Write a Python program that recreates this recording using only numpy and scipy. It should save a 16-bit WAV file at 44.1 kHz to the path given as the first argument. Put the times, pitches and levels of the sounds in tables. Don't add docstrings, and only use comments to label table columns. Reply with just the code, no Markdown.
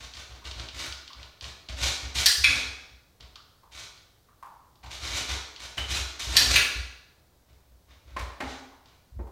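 import sys
import numpy as np
from scipy import signal
from scipy.fft import rfft, irfft
from scipy.io import wavfile

SR = 44100
rng = np.random.default_rng(int(sys.argv[2]) if len(sys.argv) > 2 else 0)


def generate_wav(sig):
    pcm = np.round(np.clip(np.atleast_2d(sig).T, -1, 1) * 32767).astype(np.int16)
    wavfile.write(sys.argv[1], SR, pcm)


N = 410571

# (time [s], swell [s], scrape [dB], weight [dB])
PAW_STROKES = [(0.0, 0.013, -44.5, -45), (0.143, 0.016, -42, -43.5), (.28, 0.044, -51.5, -44),
               (0.437, 0.013, -42.5, -37.5), (0.548, .04, -43.5, -35.5), (0.724, 0.094, -38, -40.5),
               (1.15, 0.054, -52, -44), (1.414, 0.028, -43, -40.5), (1.684, 0.0049, -43.5, -33.5),
               (1.763, 0.0062, -40.5, -41), (1.8, 0.043, -28.5, -30), (2.016, .01, -44, -34.5),
               (2.141, 0.033, -27, -32), (2.451, 0.082, -32.5, -31), (3.2, .008, -54.5, -47),
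               (3.71, .08, -43.5, -52), (4.828, 0.0065, -49.5, -41), (4.897, 0.02, -41.5, -47),
               (4.992, 0.054, -37, -37.5), (5.088, 0.07, -32.5, -35.5), (5.282, 0.018, -33, -29.5),
               (5.592, 0.035, -41.5, -46.5), (5.771, 0.0027, -38.5, -33), (5.876, 0.069, -30.5, -32.5),
               (6.191, 0.01, -34.5, -44), (6.257, 0.13, -30.5, -28.5), (6.456, .078, -26, -26),
               (7.475, 0.024, -65, -53), (7.876, 0.027, -58.5, -51.5), (8.04, .08, -58.5, -46.5),
               (8.184, 0.0046, -45.5, -30.5), (8.419, 0.072, -44.5, -38.5), (8.819, 0.092, -63, -59)]
# (frequency [Hz], spectral density [dB])
RASP_SPECTRUM = [(30, -26), (60, 7.5), (105, 4.5), (175, -10.5), (260, -8.5), (450, -4), (750, -4),
                 (1250, -3.5), (1700, -6.5), (2400, -3.5), (3800, -2.5), (4700, -6.5), (6200, -7.5),
                 (8000, -14.5), (10500, -24.5), (13000, -28), (16000, -40.5)]
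# (frequency [Hz], width [Hz], lift [dB])
BOARD_RESONANCES = [(252.7, 72, 8.5), (330, 79, 2.5), (1458, 67, 8), (1840, 110, 1.5), (2251, 280, 6),
                    (4020, 430, 3.5), (5820, 500, 2)]
# (time [s], level [dB])
CLAW_TICKS = [(.136, -43), (.452, -42), (.511, -37), (.596, -39), (.686, -38.5), (.923, -35.5),
              (1.076, -42.5), (1.13, -45), (1.229, -44), (1.409, -40.5), (1.441, -39), (1.686, -39),
              (1.826, -30.5), (2.184, -28), (3.206, -47.5), (3.356, -44), (3.732, -53), (3.975, -54),
              (4.755, -62.5), (5.561, -41.5), (8.857, -58)]
# (time [s], weight [dB])
WEIGHT_SHIFTS = [(.874, -40), (2.377, -32.5), (2.65, -39.5), (2.91, -49.5), (5.977, -31.5), (6.755, -29),
                 (7.703, -50), (8.112, -40), (9.12, -40.5), (9.164, -30.5)]
# (frequency [multiple of the lowest], level [dB], T60 [s])
BENDING_MODES = [(1, 6, 0.42), (1.36, 0, 0.3), (1.601, -8.5, 0.24), (2.3, -26, 0.41), (4.1, -25, .5)]
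# (time [s], level [dB], first contact softer by [dB],
# share of the pressed shape [0-1], pitch [factor], crack [dB], thumb damping [factor on widths])
CLICKS = [(2.2593, -15.5, 2.5, 0.99, 1.01, -15.5, 1.1), (2.4393, -14, 10.5, 0.01, .98, -10, .85),
          (6.3642, -13, 13, 0.96, 0.98, -14, 0.7), (6.5588, -16.5, 3.5, .15, 1.03, -2.5, 2.6)]
# (frequency [Hz], width [Hz], energy [dB])
PRESSED_MODES = [(1830, 170, -10.5), (3150, 490, -7.5), (4070, 500, -5), (4740, 420, -1.5),
                 (5790, 460, -7.5), (6940, 770, -10.5), (8500, 240, -13.5), (9900, 700, -17),
                 (13200, 1800, -17)]
# (frequency [Hz], width [Hz], energy [dB])
RELEASED_MODES = [(1760, 280, -8.5), (2237, 360, -3), (2570, 150, 1.5), (3430, 81, -5.5), (4240, 880, -10),
                  (5425, 280, -10.5), (6850, 440, -19.5), (9700, 290, -18.5)]
# (time [s], level [dB], ring [Hz], ring lift [dB], tilt [dB/octave])
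KNOCKS = [(.857, -42, 1446, 20, 9.5), (5.776, -29.5, 3010, 20, 5.5), (8.163, -32.5, 1047, 15.5, 2.5),
          (8.19, -42.5, 555, 11, 7), (8.402, -31.5, 810, 9.5, 2.5), (8.424, -36, 264, 25, -7.5),
          (9.189, -41, 915, 10, -8), (9.197, -50, 350, 19.5, -4)]
# (frequency [Hz], spectral density [dB])
KNOCK_SPECTRUM = [(90, -7.5), (260, -1), (420, 3), (900, -1.5), (1400, -4), (2100, -5.5), (2700, -13),
                  (4200, -21), (6000, -27), (9000, -35.5), (16000, -50.5)]
# (time [s], level [dB], mouth resonance [Hz])
SMACKS = [(0.423, -55, 1040), (.612, -55, 990), (1.104, -47.5, 1080), (3.359, -51, 1247), (3.634, -54, 970),
          (4.287, -59, 1170), (4.427, -40, 1017), (4.459, -46.5, 900), (4.841, -46, 870), (8.721, -53, 966),
          (9.271, -48.5, 868)]
# (delay [s], relative gain [factor])
ECHOES = [(.0011, 0.4), (.0023, -0.56), (.0036, -0.16), (.0047, 0.096), (.0061, -0.68), (0.01, 0.25),
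          (0.018, .3), (0.0221, -.3), (.034, .25)]
# (frequency [Hz], T60 [s])
ROOM_T60 = [(100, 0.48), (260, .8), (700, 0.9), (1800, 0.8), (2500, 0.66), (3500, 0.74), (5000, 0.76),
            (8000, 0.61), (14000, 0.52)]
# (frequency [Hz], spectral density [dB])
AIR_SPECTRUM = [(25, -7.5), (65, 3.5), (120, -3), (200, -11), (600, -13.5), (2700, -27), (4000, -23),
                (10000, -29.5), (13500, -27), (16000, -26.5)]

FADE_S = 0.077
TAPS = 4096
HZ = np.fft.rfftfreq(TAPS, 1 / SR)


def scrapes(grains_per_s=4500, spread_db=3.0, chatter_db=3.5, chatter_s=0.0087, level_db=2):
    out = np.zeros(N)
    colour = read(RASP_SPECTRUM, HZ) + sum(db * bump(hz, width) for hz, width, db in BOARD_RESONANCES)
    octaves = np.log2(np.maximum(HZ, 500) / 3000)
    snaps = (rng.random(N) < grains_per_s / SR) * rng.choice([-1, 1], N)
    snaps = snaps * amp(spread_db * np.minimum(rng.exponential(1, N), 4))
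    uneven_grip = np.interp(np.arange(N) / SR / chatter_s, np.arange(N), rng.standard_normal(N))
    snaps *= amp(chatter_db * uneven_grip)
    for s, swell, db, weight_db in PAW_STROKES:
        t = np.arange(int((swell + FADE_S) * SR)) / SR
        pressure = np.sin(np.pi / 2 * np.interp(t, [0, swell, swell + FADE_S], [0, 1, 2])) ** 0.81
        grit = unit(snaps[round(s * SR):][:len(t)]) * np.sqrt(len(t))
        harder_db, heavier_db = db + 43.5, weight_db + 40.5
        tilt = 0.274 * harder_db - 0.17 * heavier_db
        body = 0.19 * heavier_db * bump(hz=270, width=290)
        board = causal(colour + tilt * octaves + body)
        add(out, s, amp(db + level_db) * signal.fftconvolve(grit * pressure, board))
    return out


def claw_ticks(ring_hz=3260, upper_ratio=1.37, q=5, top_hz=6200, level_db=27.5):
    out, ticks = np.zeros(N), list(CLAW_TICKS)
    for s, swell, db, _ in PAW_STROKES:
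        for when, size in rng.random((2, 2)):
            catch_s = s + swell / 2 + when * (swell + FADE_S) / 2
            catch_db = db - 6.5 + 2.5 * (2 * size - 1)
            ticks.append((catch_s, catch_db))
    for (s, db), hz in zip(ticks, varied(ring_hz, spread=0.078, count=len(ticks))):
        rings = amp(band(hz, q)) + amp(band(hz * upper_ratio, q))
        tip = causal(20 * np.log10(rings) - 10 * np.log10(1 + (HZ / top_hz) ** 8))
        add(out, s, amp(db + level_db) * unit(signal.fftconvolve(tip, contact(touch_s=0.0018))))
    return out


def thumps(lowest_hz=63.45, rise_s=0.011, weight_lag_s=0.012, radiation_hz=46, level_db=2):
    out, t = np.zeros(N), np.arange(SR // 2) / SR
    loads = [(s + weight_lag_s, weight_db) for s, _, _, weight_db in PAW_STROKES] + list(WEIGHT_SHIFTS)
    for (s, db), hz in zip(loads, varied(lowest_hz, spread=0.06, count=len(loads))):
        swing = np.zeros(len(t))
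        for ratio, mode_db, t60 in BENDING_MODES:
            mode_hz = hz * ratio * (1 + 0.068 * rng.uniform(-1, 1) * (ratio - 1))
            swing += amp(mode_db - 60 * t / t60) * np.sin(2 * np.pi * mode_hz * t)
        swing *= 1 - np.exp(-(t / rise_s) ** 2)
        add(out, s, amp(db + level_db) * swing / abs(swing).max())
    return signal.sosfilt(signal.butter(4, radiation_hz, "high", fs=SR, output="sos"),
                          signal.sosfilt(signal.butter(4, radiation_hz, "high", fs=SR, output="sos"),
                                         out)[::-1])[::-1]


def clicker(travel_s=0.0035, level_db=31):
    out = np.zeros(N)
    for s, db, softer_db, pressed, pitch, crack_db, damping in CLICKS:
        give = tongue_snap(pressed, pitch, crack_db + 8, damping * 1.3)
        stop = tongue_snap(pressed, pitch, crack_db, damping)
        add(out, s, amp(db - softer_db + level_db) * give)
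        add(out, s + travel_s, amp(db + level_db) * stop)
    return out


def tongue_snap(pressed, pitch, crack_db, damping, low_hz=1200):
    t = np.arange(TAPS) / SR
    snap = amp(crack_db) * causal(2 * band(hz=2150, q=0.88))
    for modes, share in (PRESSED_MODES, pressed), (RELEASED_MODES, 1 - pressed):
        ring = np.zeros(TAPS)
        for k, (hz, width, db) in enumerate(modes):
            decay = np.exp(-np.pi * width * damping * t)
            ring += (-1) ** k * amp(db) * unit(decay * np.sin(2 * np.pi * hz * pitch * t))
        snap += np.sqrt(share) * unit(ring)
    return unit(signal.sosfilt(signal.butter(3, low_hz, "high", fs=SR, output="sos"), snap))


def knocks(ring_q=8, level_db=31):
    out = np.zeros(N)
    octaves = np.log2(np.maximum(HZ, 300) / 1000)
    for s, db, hz, ring_db, tilt in KNOCKS:
        body = causal(read(KNOCK_SPECTRUM, HZ) + ring_db * bump(hz, hz / ring_q) + tilt * octaves)
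        add(out, s, amp(db + level_db) * unit(signal.fftconvolve(body, contact(touch_s=0.0023))))
    return out


def smacks(q=3, click_db=-38, level_db=29):
    out = np.zeros(N)
    for s, db, hz in SMACKS:
        pop = amp(2 * band(hz, q))
        wet_click = amp(click_db + band(hz * 3, q=0.072))
        add(out, s, amp(db + level_db) * causal(20 * np.log10(pop + wet_click)))
    return out


def room(x, near_db, wet_db, build_s=0.0023):
    t = np.arange(SR) / SR
    hz, times, spectra = signal.stft(rng.standard_normal(SR), SR, nperseg=256)
    decay = amp(-60 * times / read(ROOM_T60, hz)[:, None])
    tail = signal.istft(spectra * decay, SR, nperseg=256)[1][:SR]
    response = amp(wet_db) * unit(tail * (1 - np.exp(-t / build_s)))
    response[0] += 1
    for delay, gain in ECHOES:
        response[round(delay * SR)] += amp(near_db) * gain
    return signal.fftconvolve(x, unit(response))[:N]


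def air(level_db=-62.5):
    colour = amp(read(AIR_SPECTRUM, np.fft.rfftfreq(N, 1 / SR)))
    noise = irfft(rfft(rng.standard_normal(N)) * colour, N)
    return amp(level_db) * unit(noise) * np.sqrt(N)


def contact(touch_s):
    u = np.arange(TAPS // 4) / SR / touch_s
    swell, force = u * np.exp(-u), rng.standard_normal(len(u))
    for _ in range(2):
        spectrum = rfft(force * swell)
        force = irfft(spectrum / (abs(spectrum) + 1e-12))
    return unit(force)


def causal(db):
    cepstrum = irfft(np.log(amp(np.maximum(db, db.max() - 100))))
    cepstrum[1:TAPS // 2] *= 2
    cepstrum[TAPS // 2 + 1:] = 0
    return unit(irfft(np.exp(rfft(cepstrum))))


def bump(hz, width):
    return 1 / (1 + (2 * (HZ - hz) / width) ** 2)


def band(hz, q):
    return -10 * np.log10(1 + (q * ((HZ + 1) / hz - hz / (HZ + 1))) ** 2)


def varied(hz, spread, count):
    return hz * (1 + spread * rng.uniform(-1, 1, count))


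def read(points, hz):
    f, value = np.transpose(points)
    return np.interp(np.log(hz + 1), np.log(f + 1), value)


def amp(db):
    return 10 ** (np.asarray(db) / 20)


def unit(x):
    return x / np.sqrt(np.sum(x ** 2) + 1e-30)


def add(mix, s, sound):
    part = mix[round(s * SR):][:len(sound)]
    part += sound[:len(part)]


def scene():
    mix = room(scrapes(), near_db=-11, wet_db=2)
    mix += room(claw_ticks(), near_db=-8, wet_db=-1)
    mix += room(smacks(), near_db=2.5, wet_db=7)
    mix += room(knocks(), near_db=10.5, wet_db=12.5)
    mix += room(clicker(), near_db=1, wet_db=5.5)
    return (mix + thumps() + air())[None]


def record(dry):
    low_pass = signal.firwin(511, 15900, window=("kaiser", 9), fs=SR)
    return signal.oaconvolve(dry, low_pass[None], "same")


dry = scene()
out = record(dry)
generate_wav(out)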